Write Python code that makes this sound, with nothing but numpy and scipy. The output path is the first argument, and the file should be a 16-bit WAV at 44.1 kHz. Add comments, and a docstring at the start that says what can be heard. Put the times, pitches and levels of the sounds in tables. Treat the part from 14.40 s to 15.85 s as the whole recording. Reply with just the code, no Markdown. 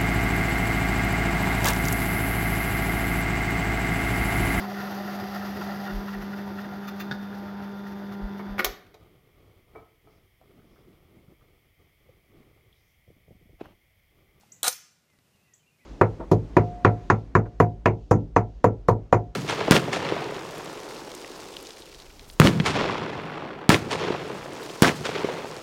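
"""In a wooded yard, a rifle's bolt is let go: the catch snaps, the carrier scrapes forward on its spring
and slams shut, steel on steel. The rifle rings briefly, a wall throws back an echo and the trees
scatter a tail. Hands knock and rub lightly on the rifle before and after. A small bird chips twice
nearby; others whistle far off over a faint outdoor hush."""
import sys
import numpy as np
from scipy import signal
from scipy.fft import rfft, irfft
from scipy.io import wavfile

SR = 44100
rng = np.random.default_rng(int(sys.argv[2]) if len(sys.argv) > 2 else 0)


def master_out(mix):
    """Clip the mix to full scale and print it as 16-bit PCM to the path in sys.argv[1]."""
    frames = np.transpose(np.atleast_2d(mix))
    ceiling = np.clip(frames, -1, 1)
    pcm = np.round(ceiling * 32767).astype(np.int16)
    wavfile.write(sys.argv[1], SR, pcm)


N = 63945
TIME = np.arange(N) / SR
CUTOFF_HZ, SHARP_RISE_S = 15300, .00028

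# The catch snapping free. Each row: start in seconds, level in dB, decay time constant in seconds.
CATCH_SNAPS = [(0.2304, -16, .0017)]
# The carrier slamming shut. Each row: start in seconds, level in dB, decay time constant in seconds.
CARRIER_SLAMS = [(0.2796, -13.5, .002), (0.2822, -11.5, .0016)]


def from_db(db):
    """Decibels to gain."""
    return 10 ** (np.asarray(db) / 20)


def unit_rms(x):
    """Scale to rms 1."""
    return x / np.sqrt(np.mean(x ** 2) + 1e-20)


def coloured(x, colour):
    """Shape a signal with an EQ curve drawn on a log-frequency axis, rms 1."""
    hz = np.fft.rfftfreq(N, 1 / SR)
    curve_hz, curve_db = np.transpose(colour)
    gain = from_db(np.interp(np.log(np.maximum(hz, 1)), np.log(curve_hz), curve_db))
    return unit_rms(irfft(rfft(x) * gain * (hz < CUTOFF_HZ) * (hz > 20), N))


def noise(colour):
    """Steady noise of a given colour, rms 1."""
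    return coloured(rng.standard_normal(N), colour)


def low_cut(x, hz):
    """Roll off the lows at 12 dB per octave."""
    return signal.sosfilt(signal.butter(2, hz, "high", fs=SR, output="sos"), x)


def drift(per_second):
    """A random wander, roughly between -1 and 1."""
    return np.interp(TIME * per_second, np.arange(1000), rng.standard_normal(1000))


def burst(start, rise, decay):
    """Straight attack, then exponential decay; times in seconds."""
    age = TIME - start
    return np.clip(age / rise, 0, 1) * np.exp(-np.maximum(age - rise, 0) / decay)


def click(start):
    """A unit click."""
    return 1. * (np.arange(N) == int(start * SR))


def ring(drive, hz, t60):
    """One resonance: a unit click sets a sine of height 1 ringing."""
    r, w = from_db(-60 / (t60 * SR)), 2 * np.pi * hz / SR
    return signal.lfilter([0, np.sin(w)], [1, -2 * r * np.cos(w), r * r], drive + 1e-18)


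def contacts(rows, colour, rise_s):
    """Short bursts of contact noise."""
    return noise(colour) * sum(from_db(db) * burst(start, rise_s, decay) for start, db, decay in rows)


def tail(t60):
    """Envelope of scattered sound, with unit energy."""
    shape = burst(0, rise=.012, decay=t60 / np.log(1000))
    return shape / np.sqrt(np.sum(shape ** 2))


def among_trees(call, scatter_db, t60):
    """A call and its scatter from the branches."""
    return call + from_db(scatter_db) * signal.fftconvolve(call, tail(t60) * rng.standard_normal(N))[:N]


def outdoor_hush():
    """A faint, dark bed of noise whose level sways."""
    # The bed's colour. Each row: frequency in Hz, relative level in dB.
    colour = [(15, -49.5), (25, -24.5), (81, -3), (142, 1), (250, -4.5), (301, -8.5), (488, -9.5),
              (903, -15), (1390, -16), (1580, -16.5), (2780, -14.5), (3180, -18), (15000, -24.5)]
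    # The level it sways around. Each row: time in seconds, level in dB.
    fader = [(0, -63.5), (0.2, -65), (0.4, -69.5), (0.85, -70), (1.1, -68), (1.45, -66)]
    sway_db = 1.85 * drift(per_second=6.9)
    return from_db(np.interp(TIME, *np.transpose(fader)) + sway_db) * noise(colour)


def handling():
    """Small damped knocks and brief rubs of hand and sling."""
    # Light knocks on the rifle. Each row: start in seconds, level in dB, pitch in Hz, t60 in seconds.
    knocks = [(0.0108, -41.5, 5940, 0.00087), (0.0341, -51.5, 822, 0.038), (0.787, -63, 109, 0.054),
              (0.949, -57.5, 140, 0.066)]
    # The hands shifting. Each row: start in seconds, level in dB, decay time constant in seconds.
    rubs = [(0.012, -65, 0.025), (0.699, -65.5, 0.0045), (0.732, -67.5, .012), (0.786, -61, 0.0032),
            (0.875, -70, 0.017), (0.957, -63.5, 0.0041)]
    # Their dull colour. Each row: frequency in Hz, relative level in dB.
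    rub_colour = [(80, 8), (400, 1.5), (1600, 0.5), (3000, -3.5), (6000, -5.5), (9000, -12), (15000, -16.5)]
    knocking = sum(from_db(db) * ring(click(start), hz, t60) for start, db, hz, t60 in knocks)
    return knocking + contacts(rubs, rub_colour, rise_s=.0023)


def far_birds():
    """Soft gliding whistles with a slight waver, blurred by the wood."""
    # Distant calls. Each row: start and length in seconds, first and last pitch in Hz, level in dB.
    whistles = [(0.047, 0.16, 2166, 1920, -73.5), (0.675, .09, 2180, 1926, -71.5),
                (0.845, .03, 3040, 3000, -78), (0.934, 0.026, 2870, 2750, -69.5),
                (0.97, 0.11, 2473, 2866, -75.5), (1.037, .115, 2090, 1866, -71.5),
                (1.071, 0.025, 2420, 2740, -69.5), (1.114, .06, 3310, 3480, -77),
                (1.191, .025, 3270, 2930, -71.5), (1.229, 0.022, 2365, 2435, -70),
                (1.26, 0.0363, 2600, 2860, -66.5), (1.298, .05, 2400, 2530, -71.5),
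                (1.385, .04, 2100, 2600, -67), (1.403, 0.048, 2033, 1950, -66)]
    calls, waver = 0, 1 + .014 * drift(per_second=120)
    for start, length, from_hz, to_hz, db in whistles:
        along = np.clip((TIME - start) / length, 0, 1)
        hz = (from_hz + (to_hz - from_hz) * along) * waver
        swell = from_db(db) * np.abs(np.sin(np.pi * along)) ** .5
        calls += swell * np.sin(2 * np.pi * np.cumsum(hz) / SR)
    return among_trees(calls, scatter_db=-3.5, t60=.27)


def near_bird():
    """Each chip sweeps up fast and levels off as it fades, with a faint octave above."""
    # The two chips. Each row: start in seconds, level in dB.
    chips = [(0.1183, -40.5), (1.135, -49)]
    from_hz, to_hz, glide_s, scatter_t60 = 4950, 8100, .0056, .33
    tone, octave = 0, 0
    for start, db in chips:
        hz = to_hz + (from_hz - to_hz) * np.exp(-np.maximum(TIME - start, 0) / glide_s)
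        phase = 2 * np.pi * np.cumsum(hz) / SR
        shape = from_db(db) * burst(start, rise=.004, decay=.0075)
        tone += shape * np.sin(phase)
        octave += shape * np.sin(2 * phase)
    tone = among_trees(tone, scatter_db=-6, t60=scatter_t60)
    octave = among_trees(octave, scatter_db=4.5, t60=scatter_t60)  # arrives mostly by way of the branches
    return tone + from_db(-25) * octave


def catch_snap():
    """The catch lets go with a short, bright snap of steel."""
    # The snap's colour. Each row: frequency in Hz, relative level in dB.
    colour = [(60, -14.5), (180, -6.5), (800, -8), (1500, -19), (2800, -9), (3650, 7.5), (4800, -9),
              (6200, 0.5), (8200, 3), (10500, -4.5), (14000, -3.5)]
    return contacts(CATCH_SNAPS, colour, rise_s=.0015)


def rifle_ring(friction):
    """The rifle's modes ring, struck by the catch and the slam and rubbed by the carrier."""
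    # The steel's modes. Each row: pitch in Hz, t60 in seconds, level in dB when struck and when scraped.
    modes = [(508.4, 0.071, -26.5, -51), (766, 0.067, -32.5, -35), (810, 0.059, -45.5, -47),
             (1241, .05, -38, -41), (1424, .07, -35, -40.5), (2232, 0.1, -33, -45.5),
             (2826, .08, -39, -47.5), (3864, .06, -28.5, -37), (4010, 0.097, -34, -37.5),
             (4216, 0.063, -36, -37.5), (6075, .08, -26.5, -53.5), (6330, .05, -27.5, -41),
             (8565, .045, -21.5, -37), (10510, .11, -30, -44.5)]
    release_s = CATCH_SNAPS[0][0]
    blows = click(CARRIER_SLAMS[0][0]) + from_db(-9.5) * click(release_s)
    sliding = (TIME > release_s) & (TIME < CARRIER_SLAMS[-1][0])
    ringing = 0
    for k, (hz, t60, struck_db, scraped_db) in enumerate(modes):
        struck = from_db(struck_db) * (-1) ** k * ring(blows, hz, t60)
        scraped = ring(friction * rng.standard_normal(N), hz, t60)
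        scraped *= from_db(scraped_db) / scraped[sliding].std()
        ringing += low_cut(struck + scraped, .77 * hz)  # a mode radiates little below its pitch
    return ringing


def carrier_scrape():
    """The sliding carrier catches on tiny snags: returns the gritty scrape and its friction envelope."""
    # The scrape grows as the carrier speeds up. Each row: time in seconds, level in dB.
    travel = [(0.232, -42), (0.236, -37.5), (0.243, -30), (0.246, -26), (0.255, -25.5), (0.262, -33.5),
              (0.265, -25), (0.277, -25), (0.284, -32), (0.296, -61)]
    # The scrape's colour. Each row: frequency in Hz, relative level in dB.
    colour = [(60, -36), (310, -36.5), (430, -24), (620, -1.5), (1000, 1), (1400, 2), (2200, -5.5),
              (4000, -1), (5000, -4.5), (8300, -0.5), (11000, -4.5), (15000, -10.5)]
    snags_per_s, snag_decay_s, snag_spread_db = 3000, .00079, .5
    effort = from_db(np.interp(TIME, *np.transpose(travel), left=-150, right=-150))
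    snags = (rng.random(N) < snags_per_s / SR) * from_db(snag_spread_db * rng.standard_normal(N))
    grit = unit_rms(signal.lfilter([1], [1, -np.exp(-1 / (snag_decay_s * SR))], snags))
    return effort * coloured(grit * rng.standard_normal(N), colour), effort * grit


def carrier_slam():
    """Steel hits steel in a tight double crack, and the small parts jingle after it."""
    # The crack's colour. Each row: frequency in Hz, relative level in dB.
    crack_colour = [(50, -24.5), (230, -24), (500, -5), (950, -6), (1350, -9), (1800, -10), (3000, -7),
                    (5000, -1), (7000, 3.5), (11000, -1.5), (15000, -8.5)]
    # The dense ring of the small parts. Each row: frequency in Hz, relative level in dB.
    jingle_colour = [(100, -30), (450, -5), (900, 0.5), (1400, -0.5), (1900, -7), (4000, -0.5), (6000, 2),
                     (9000, -1), (15000, -2.5)]
    crack = contacts(CARRIER_SLAMS, crack_colour, SHARP_RISE_S)
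    jingle = from_db(-25) * burst(CARRIER_SLAMS[-1][0], SHARP_RISE_S, decay=.011) * noise(jingle_colour)
    return crack + jingle


def yard_echoes(x):
    """A slightly smeared slap off the wall, dense early scatter and a longer tail from the trees."""
    # The yard's scatter. Each row: band centre in Hz, early level in dB, early t60 in seconds,
    # late level in dB, late t60 in seconds.
    bands = [(100, -24.5, .15, -37.5, .4), (500, -20, 0.16, -36, .45), (1300, -15, 0.23, -22, 0.84),
             (2300, -10.5, 0.49, -17.5, .65), (4000, -15.5, .24, -23.5, .7),
             (5727, -13.5, 0.54, -16.5, 0.57), (8500, -16.5, .25, -27, .62), (15000, -7.5, 0.23, -29.5, .5)]
    # The wall echo's colour. Each row: frequency in Hz, relative level in dB.
    wall_colour = [(150, -8), (700, 2), (1400, 2), (3500, -2.5), (6000, 4.5), (8000, -9), (15000, -7.5)]
    log_hz, centres = np.log(np.fft.rfftfreq(N, 1 / SR) + 1), np.log([row[0] for row in bands])
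    white, scatter = rfft(rng.standard_normal(N)), 0
    for share, (_, early_db, early_t60, late_db, late_t60) in zip(np.eye(len(bands)), bands):
        band = irfft(white * np.interp(log_hz, centres, share), N)
        scatter += band * np.hypot(from_db(early_db) * tail(early_t60), from_db(late_db) * tail(late_t60))
    slap = noise(wall_colour) * burst(start=.0465, rise=SHARP_RISE_S, decay=.003)
    slap *= from_db(-21.5) / np.sqrt(np.sum(slap ** 2))
    return signal.fftconvolve(x, scatter + slap)[:N]


def scene():
    """The rifle in the yard, the birds and the hush, in mono."""
    hush = outdoor_hush()
    scrape, friction = carrier_scrape()
    bolt = scrape + catch_snap() + carrier_slam()
    bolt, ringing = low_cut([bolt, rifle_ring(friction)], hz=130)
    contact = bolt + handling()
    echoes = yard_echoes(contact + from_db(-6.5) * ringing)  # the ringing carries less far than the cracks
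    return (contact + ringing + echoes + near_bird() + far_birds() + hush)[None]


def record(dry):
    """The top is cut steeply."""
    return signal.sosfilt(signal.ellip(10, .2, 75, CUTOFF_HZ, fs=SR, output="sos"), dry)


dry = scene()
out = record(dry)
master_out(out)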